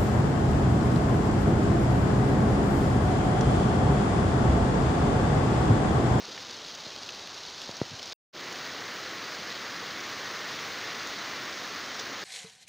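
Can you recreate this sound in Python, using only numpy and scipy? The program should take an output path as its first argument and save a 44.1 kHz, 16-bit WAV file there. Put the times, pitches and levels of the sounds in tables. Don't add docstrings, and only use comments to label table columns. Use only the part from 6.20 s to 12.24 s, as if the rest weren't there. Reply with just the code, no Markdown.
import sys
import numpy as np
from scipy import signal
from scipy.fft import rfft, irfft, next_fast_len
from scipy.io import wavfile
from scipy.ndimage import uniform_filter1d, map_coordinates

SR = 44100
rng = np.random.default_rng(int(sys.argv[2]) if len(sys.argv) > 2 else 0)


def master(y):
    cut = np.clip(np.atleast_2d(y).T, -1, 1)
    pcm = np.round(cut * 32767)
    wavfile.write(sys.argv[1], SR, pcm.astype(np.int16))


N = 266364
TIME = np.arange(N) / SR
CUT_S, RESUME_S = 1.932, 2.128


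def amp(db):
    return 10 ** (np.asarray(db) / 20)


def unit(x):
    return x / np.sqrt(np.mean(x ** 2) + 1e-20)


def gain_at(spectrum, hz):
    points_hz, points_db = np.transpose(spectrum)
    return amp(np.interp(np.log(hz + 1), np.log(points_hz + 1), points_db))


def wobble(rate):
    return map_coordinates(rng.standard_normal(int(N * rate / SR) + 4), [TIME * rate])


def swell(peak_s, width_s, height):
    return height * np.exp(-((TIME - peak_s) / width_s) ** 2)


def filtered(x, response):
    size = next_fast_len(len(x) + 8192)
    return irfft(rfft(x, size) * response(np.fft.rfftfreq(size, 1 / SR)), size)[:len(x)]


def coloured(x, spectrum, size=2048):
    cepstrum = irfft(np.log(gain_at(spectrum, np.fft.rfftfreq(size, 1 / SR))))
    cepstrum[1:size // 2] *= 2
    cepstrum[size // 2 + 1:] = 0
    impulse_response = irfft(np.exp(rfft(cepstrum)))
    return signal.fftconvolve(x, impulse_response)[:len(x)]


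def resonance(hz, centre_hz, q):
    return 1 / (1 - (hz / centre_hz) ** 2 + 1j * hz / (centre_hz * q))


def add(track, start_s, sound):
    part = track[round(start_s * SR):][:len(sound)]
    part += sound[:len(part)]


def impacts(rate, spread_db):
    lands = rng.random(N) < rate / SR
    sizes = amp(spread_db * np.minimum(rng.standard_normal(N), 2))
    return lands * sizes * rng.choice([-1, 1], N)


def scattered(count, db, spread_db, hz, ratio):
    return [(when * N / SR, db + spread_db * (2 * size - 1), hz * ratio ** (2 * pitch - 1))
            for when, size, pitch in rng.random((count, 3))]


def wash(spectrum, patchy_db):
    cells = signal.stft(rng.standard_normal(N), nperseg=512)[2]
    patches = uniform_filter1d(rng.standard_normal(cells.shape), size=8, axis=0)
    patches = uniform_filter1d(patches, size=10, axis=1)
    rush = signal.istft(cells * amp(patchy_db * unit(patches)), nperseg=512)[1][:N]
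    return unit(filtered(rush, lambda hz: gain_at(spectrum, hz)))


def sheltered_rain(level_db=-45, waver_db=0.22):
    # frequency in Hz, relative spectral density in dB.
    muted_spectrum = [(20, -26.5), (45, -27), (85, -5.5), (150, -4.5), (260, -0.5), (500, 0), (1200, -1),
                      (2300, -4), (4000, -3), (6600, -8), (10000, -13), (15000, -24)]
    return amp(level_db + waver_db * wobble(rate=6.4)) * wash(muted_spectrum, patchy_db=0.43)


def patter(rate, spread_db, spray_s, spray_db):
    # frequency in Hz, relative spectral density in dB.
    splash_spectrum = [(200, -14.5), (1200, -8.5), (2400, -11.5), (3200, -3.5), (3900, 1), (5000, -1),
                       (6600, -7), (10000, -10.5), (15000, -20)]
    ticks = impacts(rate, spread_db)
    spray_energy = signal.lfilter([1], [1, -np.exp(-1 / (spray_s * SR))], ticks ** 2)
    spray = unit(np.sqrt(spray_energy) * rng.standard_normal(N))
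    return unit(coloured(unit(ticks) + amp(spray_db) * spray, splash_spectrum))


def sill_patter(level_db=-45.5):
    # peak time in seconds, half-width in seconds, rise in dB.
    flurries = [(1.42, .06, 3), (1.87, .1, 2.5)]
    flurry_db = sum(swell(*flurry) for flurry in flurries)
    return amp(level_db + flurry_db) * patter(rate=900, spread_db=3, spray_s=0.0017, spray_db=1.5)


def finger_rub(level_db=-48.5, centre_hz=480, q=1.2):
    friction = filtered(rng.standard_normal(N), lambda hz: 1j * hz * resonance(hz, centre_hz, q) ** 2)
    return swell(peak_s=0.09, width_s=0.02, height=amp(level_db)) * unit(friction)


def drips(q=3.0, droplet_rate=2500, mist_db=-10, small_t60=0.01):
    # start in seconds, peak level in dB, pitch in Hz, time to decay 60 dB in seconds.
    big_drips = [(.177, -30, 1850, .02), (.310, -29.5, 6100, .025), (.551, -28, 6300, .006),
                 (.763, -26, 3900, .006), (.832, -28.5, 4400, .02), (.891, -25, 2900, 0.017),
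                 (1.074, -25, 3750, .008), (1.144, -29, 4800, .008), (1.251, -30, 3800, .015),
                 (1.417, -27, 3300, .013), (1.568, -25.5, 4700, .04), (1.795, -28, 3400, .025),
                 (1.829, -23, 4300, .016), (1.858, -27, 4910, .007), (1.921, -27, 3690, .026),
                 (2.326, -26.5, 6350, .027), (3.303, -28, 3750, .03), (4.873, -24, 7000, .009),
                 (5.793, -27.5, 5550, .12)]
    small_drips = [(*drip, small_t60) for drip in scattered(36, db=-31, spread_db=1.5, hz=4500, ratio=1.3)]
    out, t = np.zeros(N), np.arange(SR // 10) / SR
    for start_s, db, pitch_hz, t60 in list(big_drips) + small_drips:
        droplets = (rng.random(len(t)) < droplet_rate / SR) + amp(mist_db)
        burst = droplets * rng.standard_normal(len(t)) * amp(-60 * t / t60)
        slap = filtered(burst, lambda hz: 1j * hz * resonance(hz, pitch_hz, q))
        add(out, start_s, amp(db) * slap / np.abs(slap).max())
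    return out


def bubbles(t60=0.04, glide=0.012, attack_s=0.0008):
    # start in seconds, level in dB, starting pitch in Hz.
    clear_plinks = [(1.273, -35, 4350), (5.008, -34, 4050), (5.7925, -31.5, 3520), (5.795, -42, 4960)]
    faint_plinks = scattered(150, db=-46, spread_db=5, hz=4200, ratio=1.45)
    out, t = np.zeros(N), np.arange(SR // 20) / SR
    envelope = (1 - np.exp(-t / attack_s)) * amp(-60 * t / t60)
    for start_s, db, hz in list(clear_plinks) + faint_plinks:
        ring = np.sin(2 * np.pi * hz * t * (1 + glide * t / t60))
        add(out, start_s, amp(db) * envelope * ring)
    return out


def hand_bumps(bass_cut_hz=122, bass_q=1.67, flex_hz=60, contact_q=1.24):
    # start in seconds, peak level in dB, contact resonance in Hz (higher is harder).
    bumps = [(.666, -36, 500), (1.4928, -28, 560), (1.6159, -16, 437), (1.715, -40.5, 187),
             (1.7272, -44, 200), (1.734, -41, 100)]
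    out, push = np.zeros(N), signal.unit_impulse(SR // 10)
    bass_cut = lambda hz: -(hz / bass_cut_hz) ** 2 * resonance(hz, bass_cut_hz, bass_q)
    flex = lambda hz: np.exp(-2j * np.arctan(hz / flex_hz))
    for start_s, db, contact_hz in bumps:
        thud = filtered(push, lambda hz: resonance(hz, contact_hz, contact_q) * flex(hz) * bass_cut(hz))
        add(out, start_s, amp(db) * thud / np.abs(thud).max())
    return out


def street_rain(splashing_db=-39.5, roar_db=-45.5, roar_follows=0.37, settle_s=0.071):
    # frequency in Hz, relative spectral density in dB.
    splashing_spectrum = [(200, -41), (650, -10), (900, -9), (1100, -2), (1330, -1.5), (1550, -2),
                          (1950, -.5), (2550, -7), (4200, -7.5), (6600, -13), (10000, -15.5), (15000, -19)]
    roar_spectrum = [(20, -28), (42, -42), (65, -19), (95, -5.5), (160, -4), (300, 0.5), (500, 0),
                     (850, -4.5), (2500, -14.5), (15000, -26.5)]
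    dip_db = -9 * np.exp(-np.maximum(TIME - RESUME_S, 0) / settle_s)
    strength_db = swell(peak_s=4.66, width_s=0.93, height=2.1) + dip_db
    spatter = unit(coloured(impacts(rate=1800, spread_db=2.5), splashing_spectrum))
    splashing = unit(wash(splashing_spectrum, patchy_db=0.84) + amp(-6) * spatter)
    roar = amp(roar_db + roar_follows * strength_db) * wash(roar_spectrum, patchy_db=0.4)
    return amp(splashing_db + strength_db) * splashing + roar


def street_patter(level_db=-46.5):
    return amp(level_db) * patter(rate=800, spread_db=4, spray_s=0.0018, spray_db=-2)


def scene():
    sheltered = TIME < CUT_S
    far_rain = np.where(sheltered, sheltered_rain(), street_rain())
    near_rain = np.where(sheltered, sill_patter(), street_patter())
    mono = far_rain + near_rain + drips() + bubbles() + hand_bumps() + finger_rub()
    return np.tile(mono, (2, 1))


def record(dry, fade_s=0.024, band_limit_hz=15600):
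    # frequency in Hz, gain in dB.
    microphone_response = [(6600, 0.5), (7200, -8), (8000, -15), (11000, -18.5), (14000, -20),
                           (14800, -4.5), (15450, -1)]
    gate = np.where(TIME < CUT_S, 1, np.clip((TIME - RESUME_S) / fade_s, 0, 1))
    gated = [gate * coloured(channel, microphone_response) for channel in dry]
    return np.array([filtered(channel, lambda hz: hz < band_limit_hz) for channel in gated])


dry = scene()
out = record(dry)
master(out)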